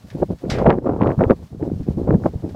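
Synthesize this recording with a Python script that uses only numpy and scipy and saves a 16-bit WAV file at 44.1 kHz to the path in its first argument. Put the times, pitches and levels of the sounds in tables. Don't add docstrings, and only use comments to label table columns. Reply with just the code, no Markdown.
import sys
import numpy as np
from scipy import signal
from scipy.fft import rfft, irfft
from scipy.io import wavfile
from scipy.ndimage import uniform_filter1d

SR = 44100
rng = np.random.default_rng(int(sys.argv[2]) if len(sys.argv) > 2 else 0)


def bounce(signal):
    frames = np.transpose(np.atleast_2d(signal))
    limited = np.clip(frames, -1, 1)
    pcm = np.round(limited * 32767).astype(np.int16)
    wavfile.write(sys.argv[1], SR, pcm)


def boost(x):
    u = np.asarray(x, float) / 20
    return 10 ** u


N = 112455


def unit_rms(x):
    return x / np.sqrt(np.mean(x ** 2) + 1e-20)


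def read_log(points, hz):
    f, value = np.transpose(points)
    return np.interp(np.log(hz + 1), np.log(f + 1), value)


def drift(low_hz, top_hz):
    spectrum = rfft(rng.standard_normal(N))
    f = np.fft.rfftfreq(N, 1 / SR)
    high_pass = f / np.sqrt(f ** 2 + low_hz ** 2)
    low_pass = 1 / np.sqrt(1 + (f / top_hz) ** 4)
    return unit_rms(irfft(spectrum * high_pass * low_pass, N))


def lumps(depth_db, low_hz, top_hz):
    return boost(depth_db * 2 * np.tanh(drift(low_hz, top_hz) / 2))


def stft_axes(size):
    hop = size / 4
    return np.fft.rfftfreq(size, 1 / SR)[:, None], np.arange(N * 4 // size + 5) * hop / SR


def shaped_noise(gain, size):
    real, imaginary = rng.standard_normal((gain.shape[1], gain.shape[0], 2)).T
    return signal.istft((real + 1j * imaginary) * gain, nperseg=size, noverlap=size * 3 // 4)[1][:N]


def steady_noise(spectrum, size):
    hz, t = stft_axes(size)
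    return shaped_noise(boost(read_log(spectrum, hz)) * np.ones_like(t), size)


# (frequency [Hz], relative density [dB per Hz])
GARDEN_SPECTRUM = [(40, -4.5), (300, -2), (900, 6.5), (2400, -0.5), (4500, 0), (7000, -5), (10000, -9.5),
                   (15500, -11.5)]
# (time [s], level [dB])
HISS_LEVEL = [(0.0, -56.5), (0.4, -59), (0.58, -54.5), (0.7, -65), (0.96, -62), (1.19, -59), (1.46, -60.5),
              (1.95, -58.5), (2.55, -58)]


def garden():
    swell_db = 1.44 * drift(1.5, 12)
    level_db = np.interp(np.arange(N) / SR, *np.transpose(HISS_LEVEL)) + swell_db
    return boost(level_db) * unit_rms(steady_noise(GARDEN_SPECTRUM, size=1024))


# (onset [s], level before the common leaf gain [dB], decay length [factor])
LEAF_BURSTS = [(0.1012, -38.5, 0.39), (0.385, -49, 0.53), (0.4993, -19, 0.89), (0.5831, -36, 0.61),
               (1.6894, -60, 0.79), (1.829, -51, 0.9), (2.2603, -53, 1), (2.4904, -43.5, 0.32)]
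# (frequency [Hz], relative density [dB per Hz])
LEAF_SPECTRUM = [(710, -31.5), (1200, -18.5), (1750, -8.5), (2890, -16.5), (3180, -14), (4830, -12),
                 (14400, -46.5), (15500, -48.5)]
# (frequency [Hz], decay time [s])
LEAF_DECAY = [(1000, .35), (2000, 0.47), (4000, 0.19), (8000, 0.2), (15000, .14)]


def leaves():
    rise_s, lead_s, lead_db = 0.0018, 0.012, -25.5
    leaf_db, grain_db = -5, 1
    hz, t = stft_axes(size=128)
    power = np.full((len(hz), len(t)), 1e-14)
    for onset, level_db, length in LEAF_BURSTS:
        after = np.maximum(t - onset, 0)
        rise = np.clip((t - onset) / rise_s, 0, 1)
        lead_in = boost(lead_db) * np.exp(np.minimum(t - onset, 0) / lead_s)
        t60 = max(length, 0.1) * read_log(LEAF_DECAY, hz)
        power += ((rise + lead_in) * boost(level_db - 60 * after / t60)) ** 2
    colour = boost(read_log(LEAF_SPECTRUM, hz))
    colour = colour / np.sqrt((colour ** 2).sum())
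    bursts = shaped_noise(colour * np.sqrt(power), size=128)
    return boost(leaf_db) * bursts * boost(grain_db * drift(60, 500))


# (time [s], rumble level [dB])
SLOW_PRESSURE = [(0.0, -57), (0.05, -29.5), (0.1, -54), (0.15, -31.5), (0.23, -22.5), (0.28, -37),
                 (0.33, -27.5), (0.39, -53.5), (0.5, -23.5), (0.62, -27), (0.67, -16.5), (0.81, -34.5),
                 (1.11, -21), (1.16, -40), (1.18, -20), (1.2, -16.5), (1.24, -29.5), (1.27, -19),
                 (1.35, -32.5), (1.37, -39.5), (1.44, -31), (1.49, -54), (1.53, -31), (1.59, -41),
                 (1.61, -33), (1.77, -28.5), (1.82, -19.5), (1.85, -35.5), (1.89, -21.5), (1.95, -32),
                 (1.99, -23.5), (2.01, -28.5), (2.16, -15.5), (2.19, -27), (2.24, -19.5), (2.32, -36),
                 (2.36, -23), (2.4, -40.5), (2.44, -32.5), (2.55, -31)]
# (frequency [Hz], relative density [dB per Hz])
RUMBLE_SPECTRUM = [(15, -59), (30, -35), (50, -10.5), (70, -1), (120, -4.5), (180, -5), (300, -19.5),
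                   (600, -81.5)]


def rumble():
    s, level_db = np.transpose(SLOW_PRESSURE)
    low = steady_noise(RUMBLE_SPECTRUM, size=2048) * lumps(4, 12, 25)
    return unit_rms(low) * boost(np.interp(np.arange(N) / SR, s, level_db))


def pushes(rows, gain_db, build_s):
    out, t = np.zeros(N), np.arange(N) / SR
    for s, peak_db, hz, cycles in rows:
        near = slice(max(round(s * SR) - 1100, 0), round(s * SR) + 1300)
        phase = (t[near] - s - build_s) * hz
        envelope = 1 / np.cosh(2 * phase / np.clip(cycles, 0.27, 1.3))
        out[near] += boost(peak_db + gain_db) * np.cos(2 * np.pi * phase) * envelope
    return signal.sosfilt(signal.butter(2, 60, "high", fs=SR, output="sos"), out)


# (onset [s], peak before the common gain [dB], frequency [Hz], length [cycles])
EDDY_CRACKS = [(0.2254, -45, 1300, 0.93), (0.4524, -37, 1310, 0.45), (0.6224, -30, 1500, 0.45),
               (0.6625, -14.5, 1510, 0.51), (0.69, -33.5, 1370, 0.39), (0.7026, -6.5, 1380, 0.19),
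               (0.7176, -29, 1300, 0.36), (0.726, -20, 1350, 0.55), (0.7846, -32.5, 1500, 0.88),
               (0.8724, -29, 1360, 0.67), (1.0011, -38, 1730, 0.45), (1.0159, -19, 1760, 0.59),
               (1.0324, -19.5, 1310, 0.36), (1.0514, -38, 1470, 0.56), (1.072, -18.5, 1300, 0.29),
               (1.0844, -39, 1460, 0.45), (1.1029, -23, 1510, 0.96), (1.1156, -24.5, 1580, 0.62),
               (1.1943, -29, 1320, 0.61), (1.21, -19, 1310, 0.7), (1.2371, -17, 1780, 0.65),
               (1.2982, -16, 1300, 0.51), (1.3163, -19.5, 1396, 0.74), (1.6259, -34, 1570, 0.64),
               (1.8856, -39, 1560, 0.32), (2.075, -42, 1310, 0.45), (2.1063, -19, 1430, 0.89),
               (2.145, -30.5, 1400, 1), (2.237, -29, 1360, 1), (2.26, -38, 1480, 0.71)]


def cracks():
    return pushes(EDDY_CRACKS, gain_db=2, build_s=0.001507)


# (peak time [s], peak before the common gain [dB], frequency [Hz], length [cycles])
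EDDY_POPS = [(0.2321, -7, 438.0, 0.68), (0.5618, -10.5, 371.0, 0.44), (0.6076, -10, 383.0, 0.36),
             (0.6244, -3.5, 460, 0.65), (0.6609, -1.5, 554, 0.55), (0.6744, -6, 438.0, 0.55),
             (0.6972, -1, 348, 0.67), (0.7044, -5, 688, 0.4), (0.7316, -6, 473, 0.62),
             (0.7862, -6.5, 322.0, 0.52), (0.8568, -13, 360.0, 0.46), (0.8899, -17.5, 533.0, 0.88),
             (1.025, -8.5, 277, 0.55), (1.0382, -7.7, 471.0, 0.76), (1.0906, -12, 219.0, 0.6),
             (1.1085, -6, 400, 0.41), (1.2113, -1.5, 490.0, 0.64), (1.2409, -5, 395.0, 0.7),
             (1.3006, 1, 349, 0.66), (1.3176, 0.5, 400, 0.6), (1.6287, -10.5, 299.0, 0.72),
             (1.6779, -12.5, 395.0, 0.72), (1.718, -10, 287, 0.69), (1.8075, -19, 153, 0.46),
             (1.8872, -7.2, 287, 0.48), (1.9821, -9.5, 268, 0.55), (2.0001, -13, 314.0, 0.58),
             (2.0168, -10, 383.0, 0.61), (2.0762, -8.5, 383.0, 0.46), (2.0941, -7, 168.0, 0.81),
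             (2.1063, -13, 360.0, 0.36), (2.1183, -5.0, 292.0, 0.91), (2.1503, -4, 160, 0.99),
             (2.261, -9, 440, 0.81), (2.444, -12.5, 304, 0.49)]


def pops():
    return pushes(EDDY_POPS, gain_db=-1, build_s=0)


# (time [s], buffeting level [dB], treble share that sets the wind speed [dB])
WIND = [(0.0, -61, -7.5), (0.02, -57, 4), (0.05, -46.5, -30.5), (0.11, -59, 3), (0.15, -32, -34),
        (0.21, -29.5, -23.5), (0.23, -9.5, -17), (0.25, -39, -31.5), (0.27, -63, -22.5),
        (0.3, -24.5, -31.5), (0.33, -25.5, -30), (0.38, -77, -3), (0.45, -20, -27.5), (0.48, -31, -31),
        (0.51, -29.5, 0), (0.57, -18.5, -26.5), (0.58, -23, -9.5), (0.62, -11, -19), (0.65, -27, -13.5),
        (0.67, -9, -3.5), (0.68, -6, -45.5), (0.7, -10, -3), (0.77, -23.5, -27.5), (0.79, -21, -20.5),
        (0.81, -39.5, -23.5), (0.87, -15, -16.5), (0.99, -27.5, -17.5), (1.02, -10.5, -15),
        (1.11, -16, -14.5), (1.14, -27, -17), (1.17, -43, -12), (1.21, -10, -10.5), (1.28, -27.5, -20.5),
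        (1.3, -12, -9), (1.32, -10, -19.5), (1.36, -49, -20.5), (1.43, -38, -20), (1.48, -68, 1),
        (1.55, -33, -32.5), (1.58, -55, -20.5), (1.62, -20.5, -24), (1.73, -34, -26.5), (1.79, -49, -23),
        (1.8, -31, -28), (1.85, -57, -18.5), (1.88, -24.5, -27), (1.97, -43, -27), (1.98, -23, -26.5),
        (2.07, -30, -23), (2.07, -19, -13), (2.15, -15.5, -24), (2.17, -35, -31), (2.23, -33.5, -19),
        (2.26, -10, -14.5), (2.32, -54.5, -26.5), (2.34, -35, -25), (2.42, -49.5, -11), (2.44, -26, -35),
        (2.53, -43.5, -22.5), (2.55, -30.5, -18)]
# (frequency [Hz], relative density [dB per Hz])
EDDY_SPECTRUM = [(59, -40.5), (100, -1), (275, -3), (513, 2.5), (719, -7), (829, -9), (1360, -19),
                 (2170, -38.5), (7000, -76), (9100, -98.5), (15400, -120)]


def buffeting():
    db_per_octave, strong_db = 17, -11
    patch_db, lump_db, lump_hz, skew = 1.5, 5.5, 103, 0.099
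    s, level_db, treble_db = np.transpose(WIND)
    hz, t = stft_axes(size=256)
    speed = np.interp(t, s, np.clip(2 ** ((treble_db - strong_db) / db_per_octave), 0.35, 1.4))
    gain = boost(read_log(EDDY_SPECTRUM, hz / speed))
    gain = gain / np.sqrt((gain ** 2 * (hz > 200) * (hz < 900)).sum(0))
    patches = rng.standard_normal(gain.shape[::-1]).T
    patches = uniform_filter1d(patches, size=2, axis=0)
    patches = unit_rms(uniform_filter1d(patches, size=8, axis=1))
    flow = unit_rms(shaped_noise(gain * boost(patch_db * patches), size=256))
    flow = unit_rms(flow * lumps(lump_db, 30, lump_hz))
    flow = flow + skew * flow * np.tanh(flow / 2)
    flow = signal.sosfilt(signal.butter(2, 90, "high", fs=SR, output="sos"), flow)
    level = uniform_filter1d(np.interp(np.arange(N) / SR, s, level_db), size=150)
    return unit_rms(flow) * boost(level)


def scene():
    return (garden() + leaves() + rumble() + cracks() + pops() + buffeting())[None]


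def top_cut(x):
    return signal.sosfilt(signal.butter(12, 15720, fs=SR, output="sos"), x)


def record(dry):
    ceiling = 0.97
    mix = dry / (1 + abs(dry / ceiling) ** 4) ** (1 / 4)
    return top_cut(mix)


dry = scene()
out = record(dry)
bounce(out)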